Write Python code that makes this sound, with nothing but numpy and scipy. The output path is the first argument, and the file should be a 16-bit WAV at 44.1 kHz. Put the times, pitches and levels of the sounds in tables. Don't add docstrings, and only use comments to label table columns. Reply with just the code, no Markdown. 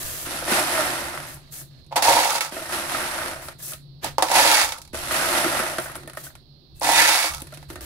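import sys
import numpy as np
from scipy import signal
from scipy.fft import rfft, irfft, next_fast_len
from scipy.io import wavfile
from scipy.ndimage import uniform_filter1d

SR = 44100
rng = np.random.default_rng(int(sys.argv[2]) if len(sys.argv) > 2 else 0)


def voltage_ratio(level):
    return 10 ** (np.asarray(level, float) / 20)


def put_to_file(sound):
    columns = np.atleast_2d(sound).T
    safe = np.clip(columns, -1, 1)
    whole_steps = np.round(safe * 32767)
    wavfile.write(sys.argv[1], SR, whole_steps.astype(np.int16))


N = 346520
SIZE = next_fast_len(N + 8192)
LOG_HZ = np.log(np.maximum(np.arange(SIZE // 2 + 1) * SR / SIZE, 1))

# freq_hz, level_db_per_hz
FLOOR_COLOUR = [(15, -54), (25, -23), (48, -10.5), (111, -9.5), (146, 17), (202, -13.5), (358, -15.5),
                (568, -25), (2750, -45), (4360, -58), (5880, -61.5), (15200, -45), (16500, -47.5)]
HUM_COLOUR = [(100, -29.5), (126, -7.5), (143, 3.5), (160, -18), (200, -30), (400, -64.0)]
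THUD_COLOUR = [(12, -5.0), (25, 0.5), (48, -6.0), (64, 3.5), (85, 0), (110, -5.5), (200, -25.5), (500, -69.0)]
# deepest_s, depth_db, recovery_s
DUCKS = [
    (2.459, -12, 0.49),
    (4.74, -10, 0.27),
    (6.68, -14, 0.036),
    (7.261, -11, 0.098),
]
# time_s, level_db
JOLTS = [(0.049, -40), (2.08, -43.5), (3.43, -55), (3.73, -58), (4.04, -44), (4.37, -44), (4.64, -42.5),
         (4.94, -40.5), (6.75, -48.5), (6.9, -45.5), (7.3, -42), (7.691, -45), (7.81, -44.5)]
# start_s, length_s, hiss_db, low_over_hiss_db
BRUSHES = [(-0.03, 0.27, -33.5, -4), (1.248, .1, -44.5, -6), (1.393, 0.13, -68, 11.5),
           (1.501, 0.11, -38, -9.5), (1.686, 0.12, -72.5, 12), (3.398, 0.076, -43.5, -19),
           (3.569, 0.062, -45.5, -4), (3.602, 0.1, -35, -13), (3.648, 0.072, -35, -9.5),
           (4.012, 0.061, -39.5, 10), (5.793, 0.067, -40, -12), (6.148, 0.067, -43.5, -5.5),
           (6.213, 0.051, -39, -6), (6.737, 0.075, -56, -9), (7.41, 0.23, -61, 6), (7.67, 0.065, -49, 1),
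           (7.794, 0.072, -43, -0.5)]
# freq_hz, level_db_per_hz
BRUSH_COLOUR = [(180, -17.5), (300, -12), (597, -9), (834, -17.5), (1740, -11), (2400, -17.5), (9490, 2),
                (15200, -1), (16500, -20)]
# time_s, peak_db
FIST_TICKS = [(1.3428, -28.5), (3.6594, -25.5), (3.7194, -22.5), (5.7994, -22), (5.8247, -26),
              (5.8444, -26), (5.8995, -32), (5.9174, -30), (5.9544, -30), (5.9633, -24), (5.9974, -52),
              (6.0591, -48), (6.0751, -28), (6.098, -40), (6.1335, -56), (6.1335, -35.5), (6.1514, -37),
              (6.1739, -28), (6.7491, -58), (6.7675, -49), (6.7974, -28), (6.8154, -40), (6.8299, -25),
              (6.8433, -19.5), (6.9192, -9.5), (7.2035, -21.5), (7.2424, -33), (7.4061, -32), (7.419, -24),
              (7.7318, -37), (7.8082, -29.5)]
# freq_hz, level_db_per_hz
TICK_COLOUR = [(3000, -43.5), (6000, -26), (8000, -4), (10000, 3), (12500, -7), (15500, -13.5),
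               (16500, -22.5)]

# time_s, clink_db
DIGS = [
    [(0.25, -39.5), (0.324, -35), (0.446, -39.5), (0.512, -26.5), (0.588, -27), (0.64, -33), (0.78, -29.5),
     (1.272, -46), (1.42, -62.5)],
    [(2.51, -49), (2.526, -40.5), (2.686, -41), (2.726, -33), (2.866, -37.5), (2.924, -33.5), (3.282, -39),
     (3.358, -45.5), (3.53, -52.5)],
    [(4.93, -51), (4.944, -38), (5.074, -38), (5.134, -29), (5.284, -30.5), (5.382, -28.5), (5.46, -32),
     (5.6, -32.5), (6.04, -56.5)],
]
# time_s, clink_db, middle_db, body_db
BOX_HITS = [(0.4812, -24, -23.5, -23), (1.1752, -38, -23, -50), (1.846, -58.5, -63, -66),
            (1.8642, -51, -75, -49), (2.5222, -41, -26.5, -21.5), (3.334, -38.5, -42, -44),
            (3.485, -30.5, -29, -32.5), (3.7339, -26, -48, -55), (4.934, -41.5, -38, -18),
            (5.784, -22.5, -20.5, -16), (5.9545, -33, -28, -33), (5.9633, -57, -34, -33),
            (6.0585, -51, -46, -52), (6.0751, -37, -37, -47), (6.098, -35.5, -33, -55),
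            (6.134, -41, -37, -59), (6.1498, -46, -40, -60), (6.1715, -34, -27, -44),
            (6.3028, -54, -41, -57), (6.353, -39.5, -38.5, -67), (7.419, -31, -41, -26.5),
            (7.4704, -38, -42, -48), (7.5233, -39, -43, -46), (7.5384, -35.5, -42, -59),
            (7.546, -35.5, -49, -59), (7.5732, -37, -38, -31.5), (7.628, -43, -40, -50),
            (7.7018, -33, -31, -21.5), (7.7317, -48.5, -40, -49), (7.7568, -33, -32.5, -33),
            (7.8083, -34, -39, -27.5)]
# time_s, boom_db, scrape_db
BOX_THUMPS = [(0.269, -28.5, -26), (0.428, -29, -20), (0.52, -15.5, -18), (0.604, -42.5, -27),
              (0.799, -34.5, -5), (1.018, -24, -9.5), (1.612, -42, -23.5), (2.566, -25.5, -13),
              (2.948, -48, -3), (3.249, -26.5, -27), (3.722, -50, -20), (3.736, -49, -18.5),
              (5.2, -41, -28), (5.446, -14, -20), (5.458, -16, -28), (5.598, -22, 2.5), (5.858, -46, -9),
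              (5.897, -46, -10), (5.978, -32, -39), (6.047, -34, -33), (6.076, -38, -14.5),
              (6.173, -39, -14), (6.268, -39, -20.5), (7.526, -45, -17), (7.758, -40.5, -13.5),
              (7.783, -37.5, -23), (7.813, -46, -41)]
# time_s, peak_db
FLAP_LUMPS = [(0.27, -32.5), (0.331, -29), (0.344, -23), (0.39, -39), (0.424, -15), (0.478, -13.5),
              (0.503, -14.5), (0.575, -10), (0.651, -30), (0.745, -17.5), (0.778, -12), (0.834, -19),
              (0.863, -24.5), (0.881, -30.5), (0.99, -21.5), (1.035, -24), (1.052, -21), (1.141, -20.5),
              (2.55, -32), (2.568, -26), (2.59, -31), (2.62, -28), (2.654, -21), (2.696, -17),
               (2.753, -25), (2.806, -32), (2.839, -32), (2.892, -17), (2.922, -30), (2.95, -20),
               (2.984, -25), (3.214, -14), (3.363, -23), (3.484, -22),
              (4.946, -16), (5.05, -23), (5.11, -9.5), (5.153, -12), (5.198, -17), (5.312, -23),
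               (5.326, -17), (5.415, -18), (5.443, -6), (5.529, -16), (5.549, -10), (5.598, -14),
               (5.682, -25), (5.714, -38), (5.732, -22), (5.785, -7.5)]
# freq_hz, level_db_per_hz
BOX_COLOUR = [(260, -22), (450, -31), (539, -4.5), (656, -16.5), (707, -1.5), (1000, -3), (1530, -2),
              (2550, -7.5), (6580, -15.5), (10200, -7.5), (15300, -23), (16500, -38.5)]
# freq_hz, level_db, t60_s
BOX_MODES = [(225, -8.5, 0.025), (268, -19, 0.049), (290, -12.5, 0.089), (328.6, -1, 0.1), (353, 1, 0.15),
             (463, 0, 0.087)]
# freq_hz, level_db, t60_s
FLAP_MODES = [(574, -5.5, 0.017), (657, -6.5, 0.018), (635, -1.5, 0.056), (840, -14, 0.014),
              (1160, -34, 0.024), (1270, -4.5, 0.069), (1376, 0.5, 0.036), (1516, -2.5, 0.027),
              (1818, 0, 0.045)]

# time_s, clink_db
POURS = [
    [(1.96, -21), (2.016, -52), (2.024, -24.5), (2.096, -23.5), (2.382, -30.5), (2.402, -54), (2.412, -32),
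     (2.5, -44)],
    [(4.23, -32.5), (4.268, -40), (4.338, -25), (4.354, -21.5), (4.614, -22.5), (4.78, -51), (4.8, -63)],
    [(6.81, -39), (6.85, -27), (6.998, -20.5), (7.2, -26), (7.238, -26), (7.316, -35.5), (7.41, -52)],
]
# time_s, clink_db, middle_db, body_db
TRAY_HITS = [(1.911, -56, -53.5, -45.5), (1.917, -49, -44, -36.5), (1.925, -40, -35.5, -31),
             (1.9584, -20.5, -29, -23), (2.0233, -8.5, -18.5, -20), (2.3331, -29.5, -35.5, -29.5),
             (2.4076, -11, -16.5, -36), (2.4263, -33.5, -30, -46), (2.4582, -39.5, -27.5, -39.5),
             (4.0444, -14.5, -46, -27.5), (4.1825, -16, -24.5, -14.5), (4.2237, -7, -20, -14),
             (4.229, -17.5, -29.5, -21), (4.2484, -30.5, -33, -31), (4.2858, -27.5, -23, -46),
             (4.3005, -26, -31, -22), (4.3156, -11, -22.5, -17.5), (4.7217, -19.5, -23.5, -34),
             (4.7835, -28.5, -52.5, -44), (4.817, -28.5, -53, -65), (4.8509, -37, -50, -58),
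             (4.8763, -38, -54, -57), (6.8158, -35, -42, -22.5), (6.8319, -20, -45.5, -23.5),
             (6.8898, -17, -32, -17.5), (7.2434, -28, -25, -24), (7.3464, -20, -48, -39.5),
             (7.4065, -38, -43, -44)]
# time_s, body_db, rattle_db
TRAY_KNOCKS = [(1.965, -11, -29), (1.975, -14.5, -23.5), (1.983, -17.5, -27.5), (1.997, -16.5, -31),
               (2.054, -11, -25.5), (2.074, -14.5, -28), (2.082, -3.5, -23.5), (2.103, -6, -27),
               (2.118, -8, -31.5), (2.135, -13, -36), (2.151, -11, -30), (2.165, -6, -24.5),
               (2.188, -10.5, -24), (2.206, -10, -22.5), (2.236, -21.5, -21), (2.255, -12, -24.5),
               (2.288, -16.5, -36), (2.353, -15, -25), (2.377, -26.5, -26),
               (4.334, -13.5, -26), (4.354, -10.5, -26.5), (4.369, -6, -26.5), (4.386, -13.5, -26),
                 (4.397, -8.5, -28), (4.417, -7, -29.5), (4.435, -19, -22), (4.45, -7.5, -27.5),
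                 (4.465, -11.5, -24.5), (4.502, -10, -25.5), (4.524, -13.5, -28), (4.543, -14, -28.5),
                 (4.56, -21.5, -28.5), (4.58, -18, -27), (4.616, -15, -29), (4.634, -26.5, -28),
               (6.844, -13, -30), (6.851, -20, -32), (6.871, -12, -38), (6.919, -23, -28),
                 (6.932, -14, -31), (6.953, -20, -33), (6.967, -14, -31), (6.974, -12.5, -32),
                 (6.999, -13, -33), (7.018, -13, -32), (7.045, -20, -28), (7.056, -36, -31),
                 (7.092, -18, -28), (7.109, -19, -23), (7.151, -12.5, -33), (7.169, -24, -31),
                 (7.203, -22, -30), (7.267, -34, -32)]
# time_s, peak_db
ROLLS = [(2.3007, -25), (2.3106, -12), (2.3444, -24), (2.4274, -24), (2.4806, -24.5), (4.7035, -38),
         (4.7445, -28), (4.7646, -27.5), (4.7894, -46), (4.8174, -42), (7.2858, -26), (7.3094, -34),
         (7.3824, -35)]
# freq_hz, level_db_per_hz
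TRAY_COLOUR = [(650, -41), (1100, -22.5), (1270, 3), (2540, -0.5), (2880, -4), (3740, -4.5), (7380, -6.5),
               (10300, -4.5), (15200, -17.5), (15900, -13), (16500, -32)]
# freq_hz, level_db_per_hz
BENCH_COLOUR = [(100, -56.5), (200, -16), (320, 2), (420, -32.0), (900, -49.5)]
# freq_hz, level_db, t60_s
TRAY_MODES = [(553, 3, 0.04), (602, -9, 0.012), (718, -1, 0.031), (756, -3, 0.045), (810, -6, 0.032),
              (855, 6.5, 0.05), (921.4, 0.5, 0.1), (905, -25.5, 0.032)]
# freq_hz, level_db, t60_s
HEAP_MODES = [(1030, -6, 0.014), (1196, 7.5, 0.047), (1310, 7.5, 0.08), (1420, -2.5, 0.085),
              (1620, -13, 0.022)]
# freq_hz, level_db, t60_s
BED_MODES = [(1780, -4, .03), (1980, -3.5, 0.039), (2240, -1.5, 0.056), (2495, -3.5, .03),
             (2710, -4.5, .035), (3615, -2, .03), (3930, -3.5, 0.033), (4450, -5, 0.028),
             (4665, -3.5, .025)]

# freq_hz, difference_db
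PORT_TILT = [(60, 4), (200, 0), (700, -2), (1300, -1), (2400, -2.5), (4300, -11), (6000, -12), (8000, -5.5),
             (10000, 7), (15000, 5.5)]
# freq_hz, share_0_to_1
LIKENESS = [(30, 0.2), (60, 0.8), (120, .95), (300, 0.75), (700, 0.6), (1400, 0), (3000, 0), (16000, 0)]
# freq_hz, gain_db
MIC_RESPONSE = [(150, 0), (380, 0), (450, -7), (520, 0), (15750, 0), (15950, -40), (22000, -60)]
# freq_hz, level_db_per_hz
HISS_COLOUR = [(1500, -25.5), (3000, -3.0), (4200, 13.5), (5200, 0), (8000, -41.5)]

FLOOR_DB, HUM_DB, THUD_TILT_DB = -62.5, -49.5, -6
SINK_S = 0.29
THUD_RISE_S, THUD_FALL_DB_S = .03, 55
SHAKE_DB, SHAKE_SHARE, STILL_DB = -48, 0.13, -63.5
BRUSH_ATTACK_S, BRUSH_SWELL_DB, BRUSH_FALL_DB_S = 0.023, -1, 436
SQUEAK_S, SQUEAK_LENGTH_S, SQUEAK_HZ, SQUEAK_WIDTH_HZ, SQUEAK_DB = 6.74, 0.071, 2640, 72, -68
ROOM_T60_S, ROOM_DB = .2, -7
TICK_SHARE, TICK_T60_S, RING_T60_S, RIPPLE_DB = .3, .005, .025, 1.4
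SETTLE_S, FIRST_SHARE = .006, .8
# (dB at the start, dB per s, dB per dB of effort or flow)
SCRAPE_DB, BOOM_DB = (4., 6.5, 0.15), (-1, 1.5, -0.07)
RATTLE_DB, HOLLOW_DB, HEAP_DB = (2, -1.5, 0.32), (3.5, -16, -0.05), (-10, 34.5, 0.24)
FILL_DB = -1.5
LOAD_DB_OCT, LOADED_S = 7.5, 3.25
BED_DB_OCT_S = -1


def unit(x):
    return x / np.sqrt(np.mean(x ** 2))


def on_hz(table):
    hz, value = np.transpose(table)
    return np.interp(LOG_HZ, np.log(hz), value)


def slope(hz, db_per_octave):
    octaves = (LOG_HZ - np.log(hz)) / np.log(2)
    return -abs(db_per_octave) * np.maximum(np.sign(db_per_octave) * octaves, 0)


def causal(db):
    cepstrum = irfft(db * np.log(10) / 20, SIZE)
    cepstrum[1:SIZE // 2] *= 2
    cepstrum[SIZE // 2 + 1:] = 0
    return np.exp(rfft(cepstrum))


def spread(trail, response):
    like = np.clip(on_hz(LIKENESS), 0, 1)
    mid, side = rfft(trail * rng.standard_normal((2, N)), SIZE) * response
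    mid = mid * np.sqrt((1 + like) / 2)
    side = side * np.sqrt((1 - like) / 2)
    return irfft(np.array([mid + side, mid - side]), SIZE)[:, :N]


def place(pair, lag_samples):
    return np.array([np.roll(pair[0], int(round(lag_samples))), pair[1]])


def fade(energy, t60_s):
    p = np.exp(-2 * np.log(1000) / (t60_s * SR))
    return signal.lfilter([1 - p], [1, -p], energy)


def curves(tables, rules, step_db=0):
    t = np.arange(N) / SR
    out = np.full((len(rules) + 1, N), -120.)
    for k, table in enumerate(tables):
        s, db = np.transpose(table)
        inside = (t >= s[0]) & (t <= s[-1])
        control = np.interp(t[inside], s, db)
        out[0, inside] = control
        for row, (start_db, db_per_s, db_per_db) in enumerate(rules, 1):
            out[row, inside] = start_db + db_per_s * (t[inside] - s[0]) + db_per_db * (control - db.max())
        out[2, inside] += k * step_db
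    return out


def collisions(db, rate_hz, thin, scatter_db, fine):
    db = db.copy()
    chance = np.clip(rate_hz / SR * voltage_ratio(thin * (db[0] + 33.0)), 1e-3, .5)
    size = voltage_ratio(scatter_db * np.minimum(rng.exponential(size=N), 4))
    db[1:] += db[0]
    draw, fine = rng.random(N), np.clip(fine, 0, 1)
    coarse = (draw < chance) * size ** 2 / chance / np.mean(size ** 2)
    grit = 5 * (draw > .8)
    weight = (1 - fine) * coarse + fine * grit
    struck = (weight > 0) & (db[0] > -100)
    energy = np.zeros(db.shape)
    energy[:, struck] = weight[struck] * voltage_ratio(2 * db[:, struck])
    return energy


def singles(hits, push_db):
    push_db = np.array(push_db)
    energy = np.zeros((len(push_db), N))
    late_s = np.cumsum(rng.random((len(hits), 3)), axis=1) * SETTLE_S / 2
    for (s, *peak_db), after_s in zip(hits, late_s):
        power = voltage_ratio(2 * (np.array(peak_db) + push_db))
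        energy[:, int(s * SR)] += power * FIRST_SHARE
        settle = np.minimum(((s + after_s) * SR).astype(int), N - 1)
        energy[:, settle] += power[:, None] * (1 - FIRST_SHARE) / 3
    return energy


def crackle(energy, db, t60_s):
    near = TICK_SHARE * fade(energy, TICK_T60_S) + (1 - TICK_SHARE) * fade(energy, t60_s)
    reply = voltage_ratio(2 * ROOM_DB) * fade(fade(energy, .01), ROOM_T60_S)
    trail = np.sqrt(near + reply)
    ripple = uniform_filter1d(rng.standard_normal(len(db)), size=400)
    db = db + RIPPLE_DB * unit(uniform_filter1d(ripple, size=400))
    return spread(trail, causal(db)) / np.sqrt(np.mean(voltage_ratio(2 * db)))


def ring(energy, modes, patchy_db, push_samples, tilt_db=0):
    direct, broad = 0, 0
    struck = np.flatnonzero(energy)
    luck = rng.standard_normal(N)
    turn = np.exp(-2j * np.pi * np.arange(SIZE // 2 + 1) / SIZE)
    hold = SR // 16
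    for k, (hz, db, t60_s) in enumerate(modes):
        start = k * N // len(modes)
        blow = np.sqrt(energy)
        blow[struck] *= np.sign(luck[struck]) + .3 * luck[(struck + start + 1) % N]
        patch_db = patchy_db * luck[struck // hold + start]
        drift_db = tilt_db * struck / SR * np.log2(hz / modes[-1][0])
        blow[struck] *= voltage_ratio(patch_db + drift_db)
        p = np.exp(2j * np.pi * hz / SR - np.log(1000) / (t60_s * SR))
        tone = signal.lfilter([p.imag], [1, -2 * p.real, abs(p) ** 2], blow)
        direct = direct + voltage_ratio(db) * np.sqrt(1 - abs(p) ** 2) * tone
        wide = p * abs(p)
        broad = broad + voltage_ratio(db) * np.sqrt(1 - abs(wide) ** 2) / (1 - wide * turn) / 2
    contact = np.hanning(int(push_samples) + 2) * 2 / (push_samples + 1)
    direct = signal.lfilter(contact, [1], direct)
    echo = spread(voltage_ratio(ROOM_DB + 0.5) * np.sqrt(fade(fade(energy, 0.024), ROOM_T60_S)), broad)
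    cut = signal.butter(N=4, Wn=.9 * modes[0][0], btype="high", fs=SR, output="sos")
    return signal.sosfilt(cut, direct + echo)


def duck_db(t):
    return sum(np.interp(t, [s - SINK_S, s, s + abs(back_s)], [0, db, 0]) for s, db, back_s in DUCKS)


def bench_db(t):
    effort_db = np.maximum(curves(DIGS, [SCRAPE_DB, BOOM_DB])[0], -90)
    effort_db = uniform_filter1d(effort_db, size=4000)
    power = voltage_ratio(2 * STILL_DB) + voltage_ratio(2 * (SHAKE_DB + SHAKE_SHARE * (effort_db + 35.0)))
    for s, db in JOLTS:
        envelope_db = np.interp(t - s, [-THUD_RISE_S, 0, 1], [-40, 0, -THUD_FALL_DB_S])
        power = power + voltage_ratio(2 * (db + envelope_db))
    return 10 * np.log10(power)


def room():
    t = np.arange(N) / SR
    air = unit(spread(1, voltage_ratio(on_hz(FLOOR_COLOUR) + slope(226, -29)))) * voltage_ratio(FLOOR_DB + 5.5)
    hum = unit(spread(1, voltage_ratio(on_hz(HUM_COLOUR))))
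    thud = unit(spread(1, voltage_ratio(on_hz(THUD_COLOUR))))
    thud_db = bench_db(t) + duck_db(t) / 2 + THUD_TILT_DB * np.array([[.5], [-.5]])
    return air + hum * voltage_ratio(HUM_DB + duck_db(t)) + thud * voltage_ratio(thud_db)


def strokes():
    t = np.arange(N) / SR
    out = np.full((2, N), -120.)
    fall_s = 40 / BRUSH_FALL_DB_S
    for s, length_s, db, low_db in BRUSHES:
        knots_s = [0, BRUSH_ATTACK_S, max(length_s, BRUSH_ATTACK_S), length_s + fall_s]
        shape = db + np.interp(t - s, knots_s, [-30, -BRUSH_SWELL_DB, 0, -40], -200, -200)
        leads = shape > out[0]
        out[0, leads] = shape[leads]
        out[1, leads] = low_db
    return out


def brush():
    hiss, low = collisions(strokes(), 2300, thin=.21, scatter_db=6.0, fine=0.84)
    shape = on_hz(BRUSH_COLOUR)
    high = voltage_ratio(-2.0) * crackle(hiss, shape + slope(2800, -6.5), .01)
    rub = voltage_ratio(-3.0) * crackle(low, shape + slope(2800, 18.7), 0.016)
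    bed = voltage_ratio(-18.5) * ring(low, BED_MODES, 3.2, SR // 9000)
    return high + rub + bed


def squeak():
    t = np.arange(N) / SR - SQUEAK_S
    edges_hz = [SQUEAK_HZ - SQUEAK_WIDTH_HZ / 2, SQUEAK_HZ + SQUEAK_WIDTH_HZ / 2]
    band = signal.butter(2, edges_hz, "band", fs=SR, output="sos")
    envelope = np.interp(t, [0, .02, SQUEAK_LENGTH_S, SQUEAK_LENGTH_S + .01], [0, 1, 1, 0])
    return unit(signal.sosfilt(band, rng.standard_normal(N))) * voltage_ratio(SQUEAK_DB) * envelope


def fist():
    return place(crackle(singles(FIST_TICKS, [12.])[0], on_hz(TICK_COLOUR), .012), -2)


def box():
    tracks = curves(DIGS, [SCRAPE_DB, BOOM_DB])
    energy = collisions(tracks, 900, thin=0.66, scatter_db=3.5, fine=0.59)
    clink, scrape, boom = energy + singles(BOX_HITS, [15., 20., 20.])
    thump_boom, thump_scrape = singles(BOX_THUMPS, [25., 8.])
    lumps = singles(FLAP_LUMPS, [15.5])[0]
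    shape = on_hz(BOX_COLOUR)
    high = voltage_ratio(2.5) * crackle(clink, shape + slope(2700, -16.5), RING_T60_S)
    middle = voltage_ratio(-3.5) * crackle(scrape, shape + slope(2100, 17.2) + slope(440, -20.0), .02)
    knocks = voltage_ratio(-8.5) * ring(voltage_ratio(-5.) * scrape + thump_scrape + lumps, FLAP_MODES, 3.7, SR // 2200)
    walls = voltage_ratio(-7.5) * ring(boom + thump_boom, BOX_MODES, 2.4, SR // 500)
    return place(high + middle + knocks + walls, -6)


def tray():
    tracks = curves(POURS, [RATTLE_DB, HOLLOW_DB, HEAP_DB], FILL_DB)
    clink, rattle, hollow, heap = collisions(tracks, 900, thin=0.65, scatter_db=3.5, fine=0.25)
    hit_clink, hit_rattle, hit_hollow = singles(TRAY_HITS, [12., 20., 27.])
    knock_hollow, knock_rattle = singles(TRAY_KNOCKS, [17., 20.])
    hit_rattle = hit_rattle + knock_rattle
    clink, rattle = clink + hit_clink, rattle + hit_rattle
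    hollow = hollow + hit_hollow + knock_hollow
    heap = heap + voltage_ratio(-7.5) * hit_rattle + singles(ROLLS, [24.])[0]
    shape = on_hz(TRAY_COLOUR)
    high = voltage_ratio(0.5) * crackle(clink, shape + slope(4000, -13.0), RING_T60_S)
    middle = voltage_ratio(-2.5) * crackle(rattle, shape + slope(3340, 14) + slope(1300, -28.5), 3.2 * RING_T60_S)
    body = voltage_ratio(-7.0) * ring(hollow, TRAY_MODES, 1.2, SR // 1500, LOAD_DB_OCT / LOADED_S)
    clack = voltage_ratio(-18.0) * ring(heap, HEAP_MODES, 2, SR // 3000)
    bench = voltage_ratio(-19.5) * crackle(hollow, on_hz(BENCH_COLOUR), 0.048)
    bed = voltage_ratio(-10.0) * ring(rattle, BED_MODES, 2.6, SR // 9000, BED_DB_OCT_S)
    return place(high + middle + body + clack + bed + bench, 4)


def scene():
    return room() + brush() + squeak() + fist() + box() + tray()


def roll_off(x):
    return signal.sosfilt(signal.butter(12, 16810, fs=SR, output="sos"), x)


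def record(dry):
    tilt = on_hz(PORT_TILT) / 2
    top = on_hz(MIC_RESPONSE)
    ports = np.array([causal(top + tilt), causal(top - tilt)])
    x = irfft(rfft(dry, SIZE) * ports, SIZE)[:, :N]
    hiss = spread(1, voltage_ratio(on_hz(HISS_COLOUR)))[0]
    x[1] += voltage_ratio(-55.0) * unit(hiss)
    return roll_off(np.clip(x, -.9, .9))


dry = scene()
out = record(dry)
put_to_file(out)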